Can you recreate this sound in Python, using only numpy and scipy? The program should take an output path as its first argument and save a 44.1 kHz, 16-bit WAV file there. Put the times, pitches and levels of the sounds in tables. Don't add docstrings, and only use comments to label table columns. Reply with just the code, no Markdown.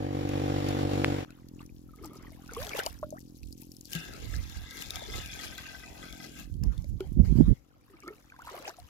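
import sys
import numpy as np
from scipy import signal
from scipy.fft import rfft, irfft, next_fast_len
from scipy.io import wavfile
from scipy.ndimage import uniform_filter1d, map_coordinates

SR = 44100
rng = np.random.default_rng(int(sys.argv[2]) if len(sys.argv) > 2 else 0)


def wrap_up_sound(samples):
    columns = np.atleast_2d(samples).T
    tamed = np.clip(columns, -1, 1)
    steps = np.round(tamed * 32767).astype(np.int16)
    wavfile.write(sys.argv[1], SR, steps)


def rack_gain(trim_db):
    fader = np.asarray(trim_db, float)
    return 10 ** (fader / 20)


N = 392038
T = np.arange(N) / SR
SCENE_CHANGE_S, GAIN_DROPS_S = 1.2495, 7.535

# time in seconds, level in dB.
POUR_FLOW = [(3.88, -73), (3.95, -50.5), (4.7, -52.5), (5.3, -47), (5.9, -53), (6.42, -51.5), (6.52, -87)]
# peak time in seconds, level in dB.
SURGES = [
    (3.96, -44),
    (4.34, -47.5),
    (4.57, -56),
    (4.8, -38.5),
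    (4.95, -45),
    (5.16, -42),
    (5.43, -44.5),
    (6.04, -49),
    (6.24, -49.5),
    (6.39, -48),
]
# start in seconds, peak in dB.
RIM_SPLATS = [
    (3.932, -27),
    (3.951, -29),
    (4.136, -39),
    (4.709, -38),
    (4.822, -31),
    (4.9057, -26),
    (4.9577, -29),
    (5.26, -35),
    (5.5795, -35),
    (6.1264, -38),
]
# start in seconds, peak in dB.
WALL_SLAPS = [(3.9326, -37.5), (3.9523, -34.5), (4.335, -26), (4.5065, -45), (4.7106, -32), (4.755, -49),
              (4.7749, -49), (4.8188, -38), (4.861, -46), (4.908, -53), (4.9894, -49), (5.0956, -29),
              (5.135, -27), (5.2887, -31.5), (5.3276, -49), (5.389, -33), (5.4314, -29), (5.5232, -29),
              (5.58, -26), (5.633, -29), (5.694, -39), (5.746, -26.5), (5.8021, -47), (5.833, -31),
              (5.948, -37), (6.0076, -54), (6.0265, -29), (6.1284, -34), (6.2002, -29), (6.2403, -32),
              (6.3592, -42), (6.3753, -51)]
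# centre in Hz, width in Hz, level in dB.
CAN_MODES = [(714, 133, -11.5), (1283, 34, -10), (1589, 42, -4.5), (2050, 36, -8), (2610, 240, -11.5),
             (3487, 230, -3), (5360, 150, -13.5), (5360, 360, -10.5), (6950, 170, -32)]
# time in seconds, share of pitch.
CAN_TUNING = [(3.9, 1.02), (5.0, 1.02), (5.6, .975), (5.95, .97), (6.45, 1.0)]
# time in seconds, level in dB.
CAN_RING = [(3.9, -2), (5.05, -1.5), (5.13, 0), (5.9, 0), (6.0, -3), (6.5, -4)]
# frequency in Hz, gain in dB.
STREAM_TONE = [(80, -22.5), (160, 4.5), (400, -7), (1000, -24), (2500, -11.5), (5000, -38), (9000, -67)]
# frequency in Hz, density in dB per Hz.
SPATTER_TONE = [(2060, -35), (3500, -21), (3950, -9.5), (6910, -10), (8530, -19), (12400, -13),
                (16000, -25)]

# start in seconds, peak in dB, pitch in Hz, pitch rise as a share,
# T60 in seconds.
GULPS = [(2.012, -43.5, 330, 1.5, 0.059), (2.048, -50.5, 776, 1, 0.068), (2.095, -53, 378, 2.5, 0.14),
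         (2.268, -51.5, 2010, -0.5, 0.046), (2.318, -54, 630, .1, 0.053), (2.518, -44.5, 450, .2, 0.057),
         (2.784, -35, 800, 0, .05), (2.789, -30, 430, 0.3, 0.036), (2.863, -29.5, 554, 1.1, 0.042),
         (2.866, -33.5, 770, 2.5, 0.045), (2.62, -47, 623, 1, 0.082), (2.745, -48, 447, 2, 0.12),
         (2.39, -55, 786, 0, 0.047), (5.02, -41, 490, 3.5, 0.075), (6.843, -51, 570, 0, 0.037),
         (8.565, -50, 387, 0, 0.066), (3.951, -32.5, 166, 0, 0.16), (5.085, -42.5, 377, 1, 0.079),
         (7.005, -29.5, 380, 0, 0.088), (7.938, -50, 318, 0, 0.065), (8.044, -49.5, 336, -1, 0.088),
         (8.076, -41, 342, 0.4, 0.062), (8.104, -42.5, 421, 0, 0.091), (8.34, -54.5, 1040, 0, 0.066),
         (8.39, -47.5, 797, 5, 0.11), (8.447, -51, 935, 0, 0.069), (8.472, -42, 853, 3, 0.069),
         (8.545, -41, 640, 0.9, 0.057), (8.578, -49, 550, 2.5, 0.086), (8.606, -53, 500, 2, 0.18),
         (8.662, -52, 413, 5, 0.13), (8.677, -38.5, 713, 1.1, 0.064), (8.685, -44, 397, -0.5, 0.052),
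         (8.692, -46.5, 626, .5, 0.093), (8.698, -48, 885, 8, 0.107), (8.785, -47, 715, 0, 0.08)]
# start in seconds, peak in dB, pitch in Hz, # pitch
# rise as a share, T60 in seconds.
MORE_GULPS = [
    (3.0285, -32, 620, -.15, .09),
    (3.04, -49, 560, .35, .2),
    (3.029, -37, 1000, .9, .036),
    (3.034, -45, 1330, .15, .04),
    (3.125, -36, 600, .15, .06),
    (3.14, -52, 650, .8, .13),
    (3.148, -57, 1050, 2.5, .07),
    (3.166, -54, 1000, 25, .5),
]
# start in seconds, peak in dB, pitch in Hz, pitch rise as a share.
SLOSHES = [
    (2.037, -46, 339.5, -0.9),
    (2.569, -38.5, 420, 2.5),
    (2.655, -52, 451, -1),
    (7.898, -61, 414, -0.9),
    (8.511, -53, 394, -0.5),
]
# start in seconds, peak in dB, pitch in Hz.
PLIPS = [(1.593, -45, 2670), (1.604, -46.5, 1140), (1.693, -52, 2380), (1.305, -50, 1390),
         (2.492, -37.5, 1410), (2.565, -31, 1090), (2.617, -40, 1060), (2.734, -26, 2230),
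         (3.625, -54.5, 870), (4.3391, -36.5, 1640), (5.399, -38, 1850), (7.006, -41.5, 1360),
         (7.7388, -61, 1236), (8.321, -41, 1510), (8.363, -47, 1540), (8.419, -39, 1420),
         (8.4707, -42, 1240), (8.488, -37.5, 1000), (8.5834, -41.5, 1210), (8.653, -32, 2550),
         (8.664, -38, 2900), (8.566, -47, 2250), (8.687, -45, 1640), (8.74, -50, 1280), (6.634, -48, 1640),
         (6.634, -50.5, 2700), (8.3, -45, 2400), (7.007, -43.5, 2300)]
# start in seconds, peak in dB, pitch in Hz.
NECK_BLIPS = [(1.89, -57.5, 1310), (1.935, -52.5, 1240), (1.986, -57, 2150), (2.036, -46, 1217),
              (2.104, -55, 1170), (2.131, -52.5, 1230), (2.15, -64, 2200), (2.215, -62, 1300),
              (2.33, -58, 2150), (7.935, -57, 1240), (7.968, -56, 2290), (8.024, -50.5, 2260),
              (8.034, -50, 1190), (8.06, -50, 1255), (8.077, -44.5, 1360), (8.082, -45, 1800),
              (8.084, -43.5, 2140), (8.103, -61, 1320), (8.125, -57, 1330)]
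# start in seconds, peak in dB, pitch in Hz.
DROPS = [(0.2905, -37, 2550), (0.6878, -32, 5000), (1.3055, -49, 2480), (1.486, -47.5, 4385),
         (2.2263, -50.5, 5000), (2.5354, -34.5, 6400), (2.628, -35, 3600), (2.668, -34, 3300),
         (2.6927, -33.5, 3200), (2.7916, -27, 2800), (2.835, -34, 5100), (2.8629, -25, 4440),
         (3.1053, -40, 6700), (2.8625, -29, 2870), (3.4317, -48, 2500), (3.4715, -49, 7900),
         (3.5262, -39.5, 4770), (3.5788, -49, 6000), (3.702, -68, 7800), (3.7179, -39.5, 5280),
         (3.767, -41.5, 5000), (3.8104, -37.5, 6400), (3.8545, -39, 4700), (6.6365, -36.5, 5030),
         (3.622, -53.5, 2470), (6.7785, -45, 3480), (6.822, -50, 5200), (7.005, -38, 3060),
         (8.0785, -42, 4350), (8.003, -46.5, 5600), (1.662, -47, 5900)]
# start in seconds, peak in dB, pitch in Hz.
SPECKS = [(2.4606, -45, 2520), (2.4776, -39, 5350), (2.5107, -41, 2520), (2.5484, -32.5, 3360),
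          (2.598, -39, 3780), (2.618, -44, 3930), (2.6484, -30.5, 3550), (2.7158, -38, 2210),
          (2.776, -38, 2850), (2.9282, -38, 13800), (2.989, -43, 5630), (3.014, -45, 12700),
          (6.5407, -49, 3080), (6.8433, -43, 2160), (8.2247, -52, 5220), (8.297, -57, 2410),
          (8.3629, -55, 2240), (8.3908, -49, 2050), (8.4088, -55, 4190), (8.4193, -43, 6970),
          (8.4477, -54, 2080), (8.4791, -41, 2140), (8.4989, -39, 2220), (8.5649, -40, 2170),
          (8.6088, -52, 2090), (8.6243, -39, 2480), (8.672, -39, 9100), (8.68, -34, 2980),
          (8.768, -46, 6750), (8.7999, -41.5, 3900), (8.8273, -52, 2120)]
# start in seconds, peak in dB, pitch in Hz.
CRACK = (1.0456, -2.5, 2140)

# peak time in seconds, level in dB, seconds to build 20 dB,
# spray over gurgle in dB.
SPLASHES = [(1.3, -63, 0.32, -17), (1.612, -59.5, 0.06, -0.5), (2.049, -59.5, 0.09, -0.5),
            (2.25, -60, 0.37, -6.5), (2.533, -55, 0.12, -9.5), (2.631, -44, 0.15, -5.5),
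            (2.72, -44.5, 0.1, -21), (2.792, -38, 0.1265, -4.5), (3.042, -61, -0.01, -24.5),
            (3.17, -60, 0, -22), (3.61, -78, 0.08, 19.5), (8.04, -65, 0.68, -3), (8.33, -70, 0.6, -4),
            (8.47, -55, 0.0649, -6), (8.53, -49.5, 0.14, -5), (8.585, -51, 0.14, -9.5),
            (8.65, -50.5, .12, -14), (8.68, -44, 0.047, -10.5), (8.74, -62, 0, -9), (8.84, -63.5, 0.5, -5)]
# time in seconds, level in dB.
TRICKLE = [(1.25, -78.5), (2.898, -66), (3.8, -66), (3.92, -48.5), (3.98, -66.5), (7.55, -73), (7.6, -93),
           (8.9, -92)]
# frequency in Hz, density in dB per Hz.
SPRAY_TONE = [(1200, -39), (2600, -15.5), (5350, -6), (8800, -9.5), (12500, -1.5), (15500, -9.5),
              (16200, -20)]
# peak time in seconds, level in dB.
NECK_AIR = [(1.99, -57), (2.05, -51), (2.11, -54), (2.16, -54), (2.21, -60), (2.26, -60), (7.94, -72),
            (8.0, -71), (8.04, -60), (8.08, -43.5), (8.13, -57)]
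# centre in Hz, width in Hz, level in dB.
JUG_MODES = [(348, 180, -1.5), (1294, 110, -2.5), (2140, 170, -9.5), (3300, 280, -13.5)]
# peak time in seconds, level in dB.
RUSTLE = [
    (6.64, -61.5),
    (6.725, -58.5),
    (7.005, -59),
    (7.25, -53),
    (7.36, -52),
    (7.46, -57),
]
# time in seconds, left port's lead in samples.
WATER_LAG = [(0, -20), (1.25, -20), (1.3, 3), (2.6, 4), (2.7, 16), (3, 17), (3.02, 6), (3.08, 6),
             (3.11, 17), (3.8, 17), (3.92, 24), (6.5, 24), (6.63, 17), (7, 4), (7.9, 5), (8.3, 7)]

# time in seconds, firing rate in Hz, level in dB.
NEAR_ENGINE = [(0, 48.26, -33), (.5, 48.49, -30), (1.05, 48, -29.5), (1.15, 47.6, -30.5),
               (1.235, 47.9, -37), (1.25, 49.55, -68)]
FAR_ENGINE = [(1.24, 44.5, -91), (1.26, 42.97, -52), (3, 43.2, -51.5), (5, 43.45, -59),
              (7.52, 43.86, -53.5), (7.6, 44.35, -62.5), (8.89, 43.67, -66.5)]
# multiple of firing rate, level in dB.
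NEAR_ORDERS = [(1, -7.5), (2, 1.5), (3, 0), (4, -16), (5, -4.5), (6, 2.5), (7, -1), (8, -23.5), (9, -8),
               (10, -3), (11, -8), (12, -7.5), (13, -53.5), (14, -24), (15, -6.5), (16, -7.5), (17, -13.5)]
FAR_ORDERS = [(1, -3), (2, -6), (3, 3.5), (4, 0), (5, 2), (6, 4), (7, 3.5), (8, -4), (9, -9), (10, -12.5),
              (11, -15.5), (12, -14), (14, -39)]
# frequency in Hz, density in dB per Hz.
CLATTER_TONE = [(60, -21), (120, -17.5), (300, -11.5), (500, -14.5), (903, -20.5), (3120, -26.5),
                (7000, -36), (9000, -45.5), (12100, -41), (16000, -54)]

# time in seconds, level in dB.
BREEZE = [(1.25, -67), (1.7, -55), (3.6, -61.5), (4.2, -54.5), (5.1, -51), (5.5, -55), (6.5, -58.5),
          (7.55, -46), (7.62, -65), (8.78, -66), (8.82, -40.5), (8.9, -65)]
# peak time in seconds, level in dB.
GUSTS = [(1.78, -48), (2.26, -49), (2.62, -37.5), (2.9, -40.5), (3.02, -43), (3.46, -42), (4.25, -34.5),
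         (4.369, -27.5), (4.59, -36), (4.98, -43.5), (5.18, -35.5), (6.56, -33), (6.657, -20.5),
         (6.78, -27), (6.94, -27), (7.2, -17), (7.311, -21), (7.407, -13.5), (7.52, -17.5)]
# time in seconds, peak in dB.
BUFFETS = [(6.552, -33.5), (6.614, -30), (6.641, -40), (7.117, -25.5), (7.17, -17), (7.19, -16.5),
           (7.308, -22), (7.322, -14), (7.353, -14), (7.37, -22), (7.384, -10), (7.403, -5.5), (7.406, -3),
           (7.419, -12.5), (7.479, -15.5), (7.489, -17), (7.509, -19.5), (7.519, -20.5)]
# frequency in Hz, density in dB per Hz.
GUST_TONE = [(15, -38), (30, -8.5), (55, 2), (110, -7.5), (200, -20.5), (400, -60.5), (900, -92)]
GUST_EDGE_TONE = [(40, -35.5), (150, 3.5), (300, -15), (550, -30), (1200, -68.5), (2500, -100)]
# frequency in Hz, density in dB per Hz.
HISS_TONE = [(350, -18.5), (600, 0), (2200, -17), (4370, -11), (7080, -6.5), (8590, -22.5), (11600, -9.5),
             (16200, -14)]
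# frequency in Hz, density in dB per Hz.
WASH_TONE = [(250, -15.5), (600, -4.5), (3300, -12.5), (6000, -20.5)]


def pour():
    flow_db, = curves(POUR_FLOW)
    stream_db = swells(SURGES, 0.081, 1.34, flow_db)
    stream_db = np.minimum(stream_db, flow_db + 7.0)
    spatter_db = -54.5 + 1.27 * (stream_db + 49.5)
    surge_db = wobble(30)

    churn = fizz(count=6000, hz=1800, spread=0.722, cycles=20.0, size_db=0.5, rise=0.068, longest_s=0.016)
    rush = 0.82 * rng.standard_normal((2, N))
    stream = patchy(can(churn + rush), depth_db=4.0, bins=4, frames=20)
    spatter = patchy(grit(count=7000, spectrum=SPATTER_TONE, smooth=1.2), depth_db=2.2, bins=18, frames=6)

    out = stereo(rack_gain(stream_db + surge_db) * stream, 0.25, 3.2, 24.4)
    return out + stereo(rack_gain(spatter_db + surge_db + wobble(90)) * spatter, 0.29, 8.9, 24.3)


def can(x):
    steps = np.array([.97, .995, 1.02])
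    where = np.interp(np.interp(T, *np.transpose(CAN_TUNING)), steps, np.arange(3))
    where = np.clip(where + .35 * wobble(6), 0, 2)
    ringing = np.zeros((2, N))
    for k, step in enumerate(steps):
        share = np.sqrt(np.clip(1 - np.abs(where - k), 0, 1))
        ringing += share * filtered(np.roll(x, 999 * k, 1), lambda f: rings(CAN_MODES)(f / step))
    direct = filtered(x, lambda f: tone(STREAM_TONE)(f) * rack_gain(-2.0))
    return direct + rack_gain(np.interp(T, *np.transpose(CAN_RING))) * ringing


def slaps():
    s, db = np.transpose(WALL_SLAPS)[:, :, None]
    hz, width_hz, mode_db = np.transpose(CAN_MODES)
    scatter_db = 5 * rng.standard_normal((len(WALL_SLAPS), len(CAN_MODES)))
    gain = rack_gain(db + mode_db - 6 + scatter_db)
    tuned_hz = hz * np.interp(s, *np.transpose(CAN_TUNING))
    t60_s = np.log(1000) / np.pi / width_hz
    rows = np.broadcast_arrays(s, gain, tuned_hz, 0, t60_s)
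    ring = grains(*(v.ravel() for v in rows), 4)
    return stereo([ring, ring], 1., 1.9, 27.0)


def plops():
    drops = list(DROPS)
    for (s, db), g in zip(RIM_SPLATS, rng.standard_normal(len(RIM_SPLATS))):
        drops.append((s, db, 3150 * np.exp(0.13 * g)))
    drops += [(s, db - 6, hz) for s, db, hz in SPECKS]

    slosh_t60_s = .3
    big = GULPS + MORE_GULPS + [row + (slosh_t60_s,) for row in SLOSHES]
    small = [(s, db, hz, .12, 32 / hz) for s, db, hz in PLIPS]
    small += [(s, db, hz, .03, 75 / hz) for s, db, hz in NECK_BLIPS]
    small += [(s, db, hz, .15, 30 / hz) for s, db, hz in drops]
    s, db, hz, rise, t60_s = np.transpose(big + small)
    lead_samples = np.interp(s, *np.transpose(WATER_LAG))
    lead_s = lead_samples / SR
    pan_db = np.interp(hz, [1000, 5000], [-2, 3]) + lead_samples / 2.8
    attack_cycles = np.where(np.arange(len(s)) < len(big), .35, 1.3)
    left = grains(s, rack_gain(db + 6.0 + 0.86 * pan_db / 2), hz, rise, t60_s, attack_cycles)
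    right = grains(s + lead_s, rack_gain(db + 6.0 - 0.64 * pan_db / 2), hz, rise, t60_s, attack_cycles)
    return np.array([left, right]) + drop_spray(drops) + crack()


def drop_spray(drops):
    fine_hz, puff_t60_s = 4400, .014
    puffs = np.zeros((2, N))
    fade = rack_gain(-3 - 60 * T[:SR // 50] / puff_t60_s)
    for s, peak_db, hz in drops:
        puffs[int(hz > fine_hz), round(s * SR):][:len(fade)] += rack_gain(peak_db) * fade
    coarse = puffs[0] * noise(SPATTER_TONE)
    fine = filtered(puffs[1] * noise(SPATTER_TONE), lambda f: 1 / (1 + (fine_hz / (f + 1)) ** 8))
    return stereo(coarse + fine, 0.38, 7.4, 20)


def crack():
    s, peak_db, hz = CRACK
    tick = grains([s], [rack_gain(peak_db)], [hz], [.1], [.0021], 0.02)
    return -stereo([tick, tick], lead=-4)


def dipped_jug():
    lead = np.interp(T, *np.transpose(WATER_LAG))
    build_s = np.array(SPLASHES)[:, 2]
    mute_db = -99 * (T < SCENE_CHANGE_S)

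    gurgle_db = swells(SPLASHES, build_s, 1) + mute_db
    gurgle = fizz(count=5000, hz=1800, spread=0.7, cycles=13, size_db=4, rise=0.3, longest_s=0.03)
    gurgle = patchy(gurgle + 0.61 * noise(WASH_TONE), depth_db=4.0, bins=4.3, frames=4.6)
    out = stereo(rack_gain(gurgle_db + 2.0) * gurgle, 0.18, 1.2, lead)

    spray_peaks = [(s, db + over_db) for s, db, _, over_db in SPLASHES]
    spray_db = swells(spray_peaks, build_s, 1, curves(TRICKLE)[0]) + mute_db
    spray = patchy(grit(count=5000, spectrum=SPRAY_TONE, smooth=.5), depth_db=3, bins=25, frames=3)
    out += stereo(rack_gain(spray_db - 1.0 + 3.6 * wobble(30)) * spray, 0.15, 8, lead)

    taps = (rng.random(N) < 70 / SR) * 5 + .5
    burble = taps * rng.standard_normal((2, N))
    cavity = unit(filtered(burble, lambda f: rings(JUG_MODES)(f) ** 2))
    out += stereo(rack_gain(swells(NECK_AIR, .02, 1.6) + 3.0) * cavity, 0.96, -1.3, lead)

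    scrape_db = swells(RUSTLE, 0.019, 9.2)
    out += stereo(rack_gain(scrape_db + 0.5) * patchy(noise(WASH_TONE), depth_db=6.0), 0.17, 4.9, lead)
    return out + stereo(rack_gain(scrape_db - 8.0) * patchy(noise(SPATTER_TONE), depth_db=3.5), .5, 9.2, lead)


def pump():
    near, phase = engine(NEAR_ENGINE, NEAR_ORDERS, 0.66, scatter_db=-1.4, rough=.004)
    far, _ = engine(FAR_ENGINE, FAR_ORDERS, 3.2017, scatter_db=1.4, rough=.005)
    right_duck_db = 14 * np.clip(1 - (T - 7.54) / 1.2, 0, 1) * (T > 7.54)
    duck_db = np.array([0 * T, right_duck_db])

    cans = unit(filtered(rng.standard_normal((2, N)), rings(CAN_MODES)))
    tin = patchy(noise(CLATTER_TONE) + rack_gain(-19) * cans, depth_db=1.2, bins=3, frames=20)
    clatter_db = -43 - 10 * np.clip(1 - T / 0.53, 0, 1)
    clatter_db -= 7 * np.clip(1 + (T - SCENE_CHANGE_S) / 0.059, 0, 1)
    clatter_db -= 99 * (T > SCENE_CHANGE_S)
    clatter = tin * rack_gain(clatter_db - 4.8 * ((phase - .2) % 1) + wobble(22) + 7.0)

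    out = stereo([near, near], lead=-21.0)
    out += stereo([far, far], lead=-25.5) * rack_gain(2.0 * wobble(6.5) - duck_db)
    return out + stereo(clatter, 0.29, 1.5, -24.0)


def engine(rows, orders, beat_s, scatter_db, rough):
    s, hz, db = np.transpose(rows)
    turns = np.cumsum(np.interp(T, s, hz)) / SR
    turns -= turns[round(beat_s * SR)]
    at = np.flatnonzero(np.diff(np.floor(turns)))
    puffs = np.zeros(N)
    puffs[at] = rack_gain(scatter_db * rng.standard_normal(len(at)))
    puffs[0] = 1
    puffs += rough * rng.standard_normal(N)

    pipe = [(0.87, -43)] + [(k * np.mean(hz), v) for k, v in orders] + [(2500, -87.5)]
    cepstrum = irfft(np.log(tone(pipe)(np.fft.rfftfreq(8192, 1 / SR)) + 1e-4))
    cepstrum[1:4096] *= 2
    cepstrum[4097:] = 0
    puff = np.roll(irfft(np.exp(rfft(cepstrum) + 1.1j)), 200)[:4096]
    thuds = unit(signal.fftconvolve(puffs, puff)[:N])
    return rack_gain(np.interp(T, s, db)) * thuds, turns % 1


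def wind():
    breeze_db, = curves(BREEZE)
    gusts = np.array(GUSTS)
    build_s, dies, lee_db = 0.13, 0.91, -17.5
    left_db = swells(gusts + [0, lee_db], build_s, dies, breeze_db + 3 * wobble(23))
    right_db = swells(gusts, build_s, dies, breeze_db - 2 + 3 * wobble(7.9))
    db = np.array([left_db, right_db])
    dropped = np.clip((T - GAIN_DROPS_S) / 0.018, 0, 1)
    db = (1 - dropped) * db + dropped * np.minimum(db, [breeze_db, -72 + 20 * (T - 7.6)])

    lumps = rack_gain(3 * np.array([wobble(26), wobble(26)]))
    out = rack_gain(db + 2.0) * unit(lumps * noise(GUST_TONE))
    edge_db = db - 8.0 + 1.07 * (db + 24.0)
    out += rack_gain(edge_db) * unit(lumps * noise(GUST_EDGE_TONE))
    for s, peak_db in BUFFETS:
        u = (T - s - .004) / 0.0018
        out[1] += rack_gain(peak_db + 4.0) * (1 - 2 * u * u) * np.exp(-np.minimum(u * u, 50))
    return out


def background_hiss():
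    hiss = patchy(noise(HISS_TONE), depth_db=-2.0, bins=41, frames=9.2)
    hiss = rack_gain(-73.5) * hiss * rack_gain([[2], [-2]])
    return hiss * rack_gain(-13 * np.clip(1 - (T - 7.6) / 1.3, 0, 1) * (T > 7.6))


def grains(s, gain, hz, rise, t60_s, attack_cycles):
    t = np.arange(int(np.max(t60_s) * SR))[None] / SR
    columns = np.broadcast_arrays(s, gain, hz, rise, t60_s, attack_cycles)
    s, gain, hz, rise, t60_s, attack_cycles = (np.asarray(v, float)[:, None] for v in columns)
    climb = rise * t / t60_s
    burst_db = 250 * np.maximum(climb - 1, 0)
    wave = np.sin(2 * np.pi * hz * t * (1 + climb / 2))
    wave = wave * rack_gain(-60 * t / t60_s - burst_db) * (1 - np.exp(-t * hz / attack_cycles)) ** 2
    at = (s * SR).astype(int) + np.arange(t.size)
    return np.bincount(at.ravel(), (gain * wave).ravel(), N + SR)[:N]


def fizz(count, hz, spread, cycles, size_db, rise, longest_s):
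    def swarm():
        u, g = rng.random((count, 2)), rng.standard_normal((count, 2))
        pitch_hz = np.clip(hz * np.exp(spread * g[:, 0]), 200, 15000)
        life_s = np.minimum(cycles / pitch_hz * np.exp(0.61 * g[:, 1]), longest_s)
        gain = rack_gain(-size_db * np.log(u[:, 1] + 0.038))
        return grains(u[:, 0] * N / SR, gain, pitch_hz, rise, life_s, 0.27)
    return unit(np.array([swarm(), swarm()]))


def grit(count, spectrum, smooth):
    specks = fizz(count=count, hz=6760, spread=0.67, cycles=4.9, size_db=2.5, rise=0.089, longest_s=0.0033)
    ticks = unit((rng.random(N) < 90 / SR) * rng.standard_normal((2, N)))
    mix = specks + 0.75 * ticks + smooth * rng.standard_normal((2, N))
    return unit(filtered(mix, tone(spectrum)))


def noise(spectrum):
    return unit(filtered(rng.standard_normal((2, N)), tone(spectrum)))


def patchy(x, depth_db, bins=5, frames=10):
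    z = signal.stft(x, nperseg=512)[2]
    field = uniform_filter1d(rng.standard_normal(z.shape[1:]), int(bins), 0)
    field = uniform_filter1d(field, int(frames), 1)
    return unit(signal.istft(z * rack_gain(depth_db * unit(field)), nperseg=512)[1][:, :N])


def rings(modes):
    def response(f):
        total = 0
        for k, (hz, width_hz, db) in enumerate(modes):
            damping = 1j * f * width_hz
            total = total + (-1) ** k * rack_gain(db) * damping / (hz * hz - f * f + damping)
        return total
    return response


def tone(points):
    f, db = np.transpose(points)
    return lambda hz: rack_gain(np.interp(np.log(hz + 1), np.log(f + 1), db, right=-120))


def filtered(x, response):
    m = next_fast_len(N + SR // 2)
    return irfft(rfft(x, m) * response(np.fft.rfftfreq(m, 1 / SR)), m)[..., :N]


def swells(rows, build_s, dies, *beds_db):
    s, db = np.transpose(rows)[:2, :, None]
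    t, build_s = T[::64], np.reshape(build_s, (-1, 1))
    fall = np.maximum((s - t) / build_s, (t - s) / build_s / dies)
    power = np.sum(rack_gain(2 * (db - 20 * fall)), axis=0)
    return 10 * np.log10(np.interp(T, t, power) + sum(rack_gain(2 * b) for b in beds_db) + 1e-12)


def curves(rows):
    s, *cols = np.transpose(rows)
    return [np.interp(T, s, c, left=-120, right=-120) for c in cols]


def wobble(rate_hz):
    return map_coordinates(rng.standard_normal(int(N * rate_hz / SR) + 4), [T * rate_hz])


def unit(x):
    return x / np.sqrt(np.mean(x ** 2) + 1e-20)


def stereo(x, alike=1., pan_db=0, lead=0):
    angle = np.arccos(np.clip(alike, 0, 1)) / 2
    shared, apart = np.cos(angle) * x[0], np.sin(angle) * x[1]
    late = map_coordinates(shared - apart, [np.arange(N) - lead], order=3)
    return np.array([(shared + apart) * rack_gain(pan_db / 2), late * rack_gain(-pan_db / 2)])


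def scene():
    return pour() + slaps() + plops() + dipped_jug() + pump() + wind() + background_hiss()


def low_pass(x):
    return signal.sosfilt(signal.butter(12, 16840, fs=SR, output="sos"), x)


def record(dry):
    soft = dry / (1 + np.abs(dry / .98) ** 4) ** (1 / 4)
    mix = filtered(soft, lambda hz: 1 / (1 + (hz / 16100) ** 40))
    return low_pass(mix)


dry = scene()
out = record(dry)
wrap_up_sound(out)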